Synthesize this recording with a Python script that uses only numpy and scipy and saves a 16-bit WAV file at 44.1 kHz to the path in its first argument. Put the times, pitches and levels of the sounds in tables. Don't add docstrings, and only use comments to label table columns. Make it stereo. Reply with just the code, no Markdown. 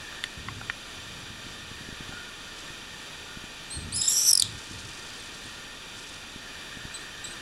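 import sys
import numpy as np
from scipy import signal
from scipy.fft import rfft, irfft, next_fast_len
from scipy.io import wavfile
from scipy.ndimage import uniform_filter1d, map_coordinates

SR = 44100
rng = np.random.default_rng(int(sys.argv[2]) if len(sys.argv) > 2 else 0)


def output_pcm(signal):
    pcm = np.clip(np.atleast_2d(signal).T, -1, 1) * 32767
    wavfile.write(sys.argv[1], SR, np.round(pcm).astype(np.int16))


N = 326781
TIME = np.arange(N) / SR


def amp(db):
    return 10 ** (np.asarray(db) / 20)


def unit(x):
    return x / np.sqrt(np.mean(x ** 2) + 1e-20)


def along(points, hz):
    f, v = np.transpose(points)
    return np.interp(np.log(hz + 1), np.log(f + 1), v)


def curves(rows):
    s, *cols = np.transpose(rows)
    return [np.interp(TIME, s, c) for c in cols]


def wobble(rate, size=N):
    knots = rng.standard_normal(int(size * rate / SR) + 4)
    return map_coordinates(knots, [np.arange(size) * rate / SR])


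def filtered(x, response):
    m = next_fast_len(N + SR // 2)
    return irfft(rfft(x, m) * response(np.fft.rfftfreq(m, 1 / SR)), m)[..., :N]


def noise(colour):
    return unit(filtered(rng.standard_normal(N), lambda hz: amp(colour(hz))))


def phase(hz):
    return 2 * np.pi * np.cumsum(hz) / SR


def partial(angle, db):
    return np.sqrt(2) * amp(db) * np.sin(angle)


def gate(t, length, rise, fall):
    return np.sin(np.pi / 2 * np.clip(np.minimum(t / rise, (length - t) / fall), 0, 1)) ** 2


def swells(rows, rise, fall, sag_db=0):
    gain = 0
    for s, length, db in rows:
        sagging = amp(db - sag_db * np.clip((TIME - s) / length, 0, 1))
        gain = gain + sagging * gate(TIME - s, length, rise, fall)
    return gain


def add(track, s, sound):
    part = track[max(round(s * SR), 0):][:len(sound)]
    part += sound[:len(part)]


def steady(g):
    return g / np.sqrt(np.abs(uniform_filter1d(g ** 2, SR // 50)) + 1e-3)


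def grain(grain_db=3.5):
    return unit(amp(grain_db * wobble(900)))


# (time [s], whistle pitch [Hz],
# whistle fundamental level [dB], whistle octave level [dB], lower voice level [dB])
SCREAM_COURSE = [(3.922, 3950, -40, -36, -62), (3.942, 4800, -37, -34, -51),
                 (3.962, 5160, -37.5, -27.5, -35), (4.0, 5130, -31, -35, -42),
                 (4.029, 5140, -34, -37, -33.5), (4.072, 5290, -33.5, -36, -34),
                 (4.095, 5520, -35, -28, -28), (4.126, 5640, -30.5, -36, -25), (4.149, 5640, -30, -40, -30),
                 (4.176, 5690, -24, -29.5, -29.5), (4.243, 5790, -28.5, -41, -32),
                 (4.272, 5740, -19, -27, -34), (4.306, 5710, -18, -25, -29), (4.318, 5530, -16.5, -16, -37)]
# (centre time [s], length [s], level before pulsing [dB])
VOICE_BREAKS = [(4.0184, 0.011, -20), (4.083, 0.014, -17)]
FIRST_RATE, LAST_RATE = 335, 228
SHALLOW, DEEP, DEEPEN_AT_S, DEEPEN_S = 0.26, 1, 4.167, 0.041
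HARSH_AT_S, HARSH_WIDTH_S, HARSHEST, CLEANEST = 4.1, 0.102, 0.59, 0.096
LOW_HZ, LOW_RISE_HZ, RASP_DEPTH = 3710, 199, 0.5
UNDERTONE_FROM_S, UNDERTONE_S = 4.013, 0.14


def scream(sweep_hz=800, jitter_hz=260, low_jitter_hz=140, scatter_db=1.5, broken_db=7, snap_at=0.41,
           snap_width=0.11, snap_db=-11, undertone_db=-5, air_db=-11, fuzz_db=-9):
    pitch, first_db, octave_db, rasp_db = curves(SCREAM_COURSE)
    start, end = SCREAM_COURSE[0][0], SCREAM_COURSE[-1][0]
    progress = np.clip((TIME - start) / (end - start), 0, 1)
    rate = FIRST_RATE + (LAST_RATE - FIRST_RATE) * progress
    deepening = (1 + np.tanh((TIME - DEEPEN_AT_S) / DEEPEN_S / 2)) / 2
    depth = np.clip(SHALLOW + (DEEP - SHALLOW) * deepening, 0, 1)
    rough = CLEANEST + (HARSHEST - CLEANEST) * np.exp(-((TIME - HARSH_AT_S) / HARSH_WIDTH_S) ** 2)

    count = np.cumsum(rate * (1 + .04 * wobble(250)) * (TIME < end)) / SR
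    cycle = (count - count[-1]) % 1
    beat = np.sin(np.pi * cycle) ** 3.5
    snap = np.exp(-((cycle - snap_at) / snap_width) ** 2)
    pulses = steady(1 - depth + depth * beat) * amp(scatter_db * wobble(200))
    snaps = steady(1 - depth + depth * (beat + 2 * snap) / 2) * amp(scatter_db * wobble(200))

    swing = 2 * cycle - 1
    pitch = pitch + 75 * depth * wobble(400)
    sweep = sweep_hz * depth * (0.19 * swing + swing * np.abs(swing))
    angle = phase(pitch + sweep + jitter_hz * rough * wobble(1800))
    whistle = pulses * partial(angle, first_db + broken_db * rough * wobble(450))
    whistle += snaps * partial(2 * angle, octave_db + 2.8 * wobble(550))
    fuzzy = angle + phase(300 * wobble(1500))
    whistle += pulses * depth * wobble(900) * partial(fuzzy, first_db + fuzz_db)
    halfway = angle + angle / 2 + phase(300 * wobble(1500))
    whistle += steady(snap) * depth ** 2 * partial(halfway, first_db + snap_db)

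    low = phase(LOW_HZ + LOW_RISE_HZ * progress ** 2 + low_jitter_hz * wobble(900))
    blurred = low + phase(220 * wobble(1200))
    undertone = grain() * partial(blurred, rasp_db + undertone_db)
    undertone *= gate(TIME - UNDERTONE_FROM_S, UNDERTONE_S, .004, 0.12)
    rasp = grain() * partial(2 * low, rasp_db) + undertone
    breath = [(2000, -20), (3600, -6.5), (6000, -12), (9000, 2.5), (11000, -2.0), (12500, -5), (14000, -40)]
    rasp += amp(rasp_db + air_db + 11.4 * depth) * noise(lambda hz: along(breath, hz))
    rasp *= steady(1 - RASP_DEPTH + RASP_DEPTH * beat)

    for s, length, db in VOICE_BREAKS:
        burst = gate(TIME - s + length / 2, length, 0.0039, 0.0027)
        rasp += burst * ((0.26 + 1.1 * beat) * partial(2 * low, db) + partial(low, db - 16))
        whistle *= 1 - 0.53 * burst
    return (whistle + rasp) * gate(TIME - start, end - start, 0.0017, .0005)


# (time [s], length [s], start pitch [Hz], end pitch [Hz],
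# fundamental level before flutter [dB], rasp level re fundamental [dB], flutter [0-1])
CLOSING_NOTES = [(4.3305, 0.0082, 5520, 5370, -12, 2, .15), (4.3521, 0.0057, 5020, 5270, -12, -10, 0.3),
                 (4.374, 0.0085, 4930, 5140, -15.5, -8, 0.64), (4.3965, 0.0082, 4280, 4900, -15, -9, 0.5),
                 (4.4214, 0.0049, 4350, 3440, -13.5, -12, 0.2)]


def closing_notes(jitter_hz=190, octave_db=-0.5, flutter_hz=900, attack_s=0.00089, release_share=0.68):
    out = np.zeros(N)
    for s, length, start_hz, end_hz, db, rasp_db, rough in CLOSING_NOTES:
        t = np.arange(int(length * SR)) / SR
        flutter = rough * np.sin(phase(flutter_hz * (1 + 0.27 * wobble(830, len(t)))))
        glide = end_hz + (start_hz - end_hz) * (1 - t / length) ** 2
        angle = phase(glide + 500 * flutter + jitter_hz * wobble(2900, len(t)))
        halfway = angle + angle / 2 + phase(250 * wobble(1860, len(t)))
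        note = partial(angle, db) + partial(2 * angle, db + octave_db)
        note += 2 * t / length * partial(halfway, db + rasp_db)
        note += partial(3 * angle, db - 6)
        add(out, s, note * (1 + flutter / 2) * gate(t, length, attack_s, release_share * length))
    return out


# (time [s], length [s], pitch [Hz], opening rise [0-1],
# closing sag [0-1], octave level [dB])
FAR_CHIRPS = [(3.697, 0.094, 4410, 0.17, 0.06, -37.5), (3.767, 0.08, 4270, 0.04, 0.08, -49),
              (3.956, 0.038, 5040, 0.3, 0.1, -38), (5.196, .014, 4430, 0.02, 0.1, -48),
              (5.24, .008, 4360, .1, 0, -54), (5.459, .008, 4500, 0.04, 0, -47),
              (6.939, 0.029, 4050, 0.02, 0, -37), (7.24, 0.021, 3940, 0, 0.01, -35),
              (7.264, 0.032, 4250, 0.03, 0.05, -47), (7.3, 0.033, 4210, 0, 0.07, -45.5)]


def chirps(warble_rate=185, warble_hz=95, rise_time=0.018):
    out = np.zeros(N)
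    for s, length, hz, rise, sag, db in FAR_CHIRPS:
        t = np.arange(int(length * SR)) / SR
        warble = warble_hz * (np.sin(2 * np.pi * warble_rate * t) + 0.35 * wobble(720, len(t)))
        glide = hz * (1 - rise * np.exp(-t / rise_time) - sag * (t / length) ** 2)
        angle = phase(glide + warble)
        call = partial(2 * angle, db) + partial(angle, db - 7.0) + partial(3 * angle, db - 21)
        add(out, s, call * gate(t, length, length * 0.16, length * 0.28))
    return out


# (frequency [Hz], decay by 60 dB [s])
ROOF_DECAY = [(500, 0.5), (3800, 0.25), (8000, 0.29), (13000, 0.21)]


def roofs(x, wet_db=-15, delay=.012, tilt_db=-2.5):
    hz, t, z = signal.stft(rng.standard_normal(SR // 2), SR, nperseg=256)
    colour_db = tilt_db * np.log2(np.maximum(hz, 3500) / 6000)
    decay_db = -60 * t / along(ROOF_DECAY, hz)[:, None]
    tail = signal.istft(z * amp(colour_db[:, None] + decay_db), SR, nperseg=256)[1]
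    tail *= 1 - np.exp(-np.arange(len(tail)) / SR / delay)
    return amp(wet_db) * signal.fftconvolve(x, tail / np.linalg.norm(tail))[:N]


def wall(x, delay=0.022, echo_db=-22):
    return amp(echo_db) * filtered(x, lambda hz: np.exp(-2j * np.pi * hz * delay) / (1 + (hz / 9000) ** 2))


# (time [s], relative level [dB], brightness [dB per octave],
# favoured frequency [Hz], second favoured frequency [Hz])
BODY_TAPS = [(0.125, -41, 0, 1850, 1450), (0.147, -39, 3, 1850, 1450), (0.2387, -21, 4.5, 3430, 1964),
             (.4850, -25, -5.5, 1050, 2060), (0.6133, -38, -10, 1430, 780), (0.6981, -19, -2.5, 1880, 2380),
             (2.125, -39.5, -15, 835, 1580)]
# (frequency [Hz], relative level [dB], decay by 60 dB [s])
BODY_MODES = [(780, -18, 0.017), (1077, -18, 0.035), (1420, -5.5, 0.024), (1836, -7, 0.017),
              (2060, -11, 0.016), (2370, -14.5, 0.021), (2740, -5.5, 0.015), (3080, -6, 0.015),
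              (3540, -9, 0.011), (4500, -13, 0.014), (7100, -14, .01), (10000, -15, 0.0089)]


def clicks(crack_hz=3500, crack_db=-6, favour_db=12, favour_octaves=0.12):
    out, t = np.zeros(N), np.arange(SR // 20) / SR
    for s, db, tilt_db, main_hz, second_hz in BODY_TAPS:
        ring = 0
        for k, (hz, level, t60) in enumerate(BODY_MODES):
            nearness = sum(np.exp(-(np.log2(hz / spot) / favour_octaves) ** 2) for spot in (main_hz, second_hz))
            mode_db = level + favour_db * nearness + tilt_db * np.log2(hz / 1800)
            ring = ring + (-1) ** k * amp(mode_db - 60 * t / t60) * np.sin(2 * np.pi * hz * t)
        top_hz = np.clip(crack_hz * amp(tilt_db + 5), 1800, 12000)
        contact = signal.butter(3, [1200, top_hz], "band", fs=SR)
        envelope = amp(crack_db - 60 * t / 0.028) * np.minimum(t / 0.00067, 1)
        crack = signal.lfilter(*contact, envelope * rng.standard_normal(len(t)))
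        add(out, s, amp(db) * (ring + crack) * (1 - np.exp(-t / .0004)))
    return out


# (time [s], relative level [dB])
GRIP_BUMPS = [(1.291, -36), (1.453, -34), (1.702, -34), (1.797, -37), (1.875, -32), (1.913, -32),
              (1.994, -31.5), (2.079, -31), (2.123, -36), (2.69, -36), (3.359, -31), (3.427, -32.5),
              (4.698, -32.5), (6.347, -32.5), (6.758, -32), (6.839, -30)]


def bumps(thud_hz=165, width=0.0011, lag=0.0146):
    out, t = np.zeros(N), np.arange(SR // 20) / SR - lag
    for (s, db), chance in zip(GRIP_BUMPS, rng.standard_normal(len(GRIP_BUMPS))):
        thud = np.cos(2 * np.pi * thud_hz * np.exp(.15 * chance) * t)
        add(out, s, amp(db + 2.5) * thud * np.exp(-(t / width) ** 2 / 2))
    return out


# (time [s], length [s], level at onset [dB])
FLICKER_SPELLS = [(2.52, 0.23, -48), (4.45, 1.2, -48.5), (5.92, 0.38, -48)]


def flicker():
    colour = [(2500, -30), (4000, 4), (6000, 3), (8000, 0), (10500, -4), (13000, -28)]
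    haze = noise(lambda hz: along(colour, hz))
    restless = unit(amp(6.6 * np.tanh(wobble(160))) * haze)
    return swells(FLICKER_SPELLS, rise=0.089, fall=0.21, sag_db=4.0) * restless


# (time [s], length [s], level at onset [dB])
WIND_GUSTS = [(0.34, 0.17, -43), (0.43, 0.3, -39.5), (0.92, 1.35, -49.5), (3.72, 0.34, -38),
              (4.4, 0.225, -43), (4.68, 0.28, -43), (5.42, .11, -44.5)]
# (frequency [Hz], relative density [dB per Hz])
BUFFET_SPECTRUM = [(21, -38), (35, -16), (71, -4.5), (91, -0.5), (254, -12), (287, -17), (428, -21.5),
                   (500, -30), (650, -51), (1100, -120)]
CALM_DB, GUST_RISE_S, GUST_FALL_S, GUST_SAG_DB = -59, 0.053, 0.064, 6.5


def wind():
    strength = np.hypot(amp(CALM_DB), swells(WIND_GUSTS, GUST_RISE_S, GUST_FALL_S, GUST_SAG_DB))
    return strength * unit(amp(1.6 * wobble(30)) * noise(lambda hz: along(BUFFET_SPECTRUM, hz)))


# (frequency [Hz], relative density [dB per Hz])
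HISS_SPECTRUM = [(20, -1), (60, 0), (270, 2), (500, -1.5), (750, -4), (2100, -6), (3300, 0), (4250, -3.5),
                 (5200, -12), (7000, -8.5), (8700, -18.5), (10500, -17), (12300, -20.5), (15500, -24.5)]
# (frequency [Hz], width [Hz], boost [dB])
HOUSING_RESONANCES = [(917, 84, 3.5), (1195, 81, 6.5), (1386, 56, 8), (1573, 41, 9), (1819, 113, 11.5),
                      (2447, 175, 8), (2747, 27, 5.5), (3065, 130, 4.5), (3600, 223, 5), (4766, 246, 8.5),
                      (5730, 360, 8.5), (6530, 280, 2.5), (7540, 205, 8), (9600, 540, 11.5),
                      (11480, 270, 5)]
# (time [s], length [s], level [dB])
WHIRR_SWELLS = [(-0.2, .62, -47.5), (1.65, .5, -50), (6.3, 1.8, -50)]
# (time [s], length [s], level [dB])
WAVER_SWELLS = [(2.0, 0.44, -53), (3.0, .65, -57)]
# (frequency [Hz], level [dB])
HUM_TONES = [(31, -59), (8010, -74), (11364, -75)]
HISS_DB = -42


def hiss(whirr_rest_db=-61, waver_rest_db=-60, swell_s=0.24):
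    def hollow(hz):
        peaks = sum(db * np.exp(-((hz - centre) / width) ** 2) for centre, width, db in HOUSING_RESONANCES)
        return along(HISS_SPECTRUM, hz) + peaks

    air = amp(HISS_DB + 0.5 * wobble(7.4)) * noise(hollow)
    unsteady = amp(wobble(12))
    whirr_band = [(1350, -53), (1600, -7), (1740, -2.0), (1870, -2.0), (2050, -39)]
    whirr = unsteady * noise(lambda hz: along(whirr_band, hz))
    whirr *= np.hypot(amp(whirr_rest_db), swells(WHIRR_SWELLS, swell_s, swell_s))
    waver_band = [(1300, -46), (1410, 2.0), (1470, 1.5), (1520, -15), (1590, -6), (1700, -46)]
    waver = amp(3.2 * wobble(12)) * noise(lambda hz: along(waver_band, hz))
    waver *= np.hypot(amp(waver_rest_db), swells(WAVER_SWELLS, swell_s, swell_s))
    hum = sum(partial(phase(hz + 1.0 * wobble(5)), db) for hz, db in HUM_TONES)
    return air + whirr + waver + hum


def scene():
    near, far = scream() + closing_notes(), chirps()
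    birds = near + wall(near) + roofs(near, wet_db=-13.0, delay=0.0012, tilt_db=-7.0)
    birds += far + roofs(far, wet_db=-6.5, delay=0.021, tilt_db=-8.5)
    response = [(11700, 0.5), (12400, -10), (13100, -18), (16000, -16)]  # (frequency [Hz], gain [dB])
    bright = filtered(birds + clicks(), lambda hz: amp(along(response, hz)))
    mono = bright + flicker() + bumps() + wind() + hiss()
    return np.array([mono, mono])


TOP_HZ = 15850


def record(dry, knee_db=-20, squeeze=0.59):
    power = signal.lfilter([1 / (0.04 * SR)], [1, 1 / (0.044 * SR) - 1], dry[0] ** 2)
    gain = np.maximum(np.sqrt(power) / amp(knee_db), 1) ** -squeeze
    lag = np.array([[1], [0]])
    return filtered(dry * gain, lambda hz: (hz < TOP_HZ) * np.exp(-2j * np.pi * hz / SR * lag))


dry = scene()
out = record(dry)
output_pcm(out)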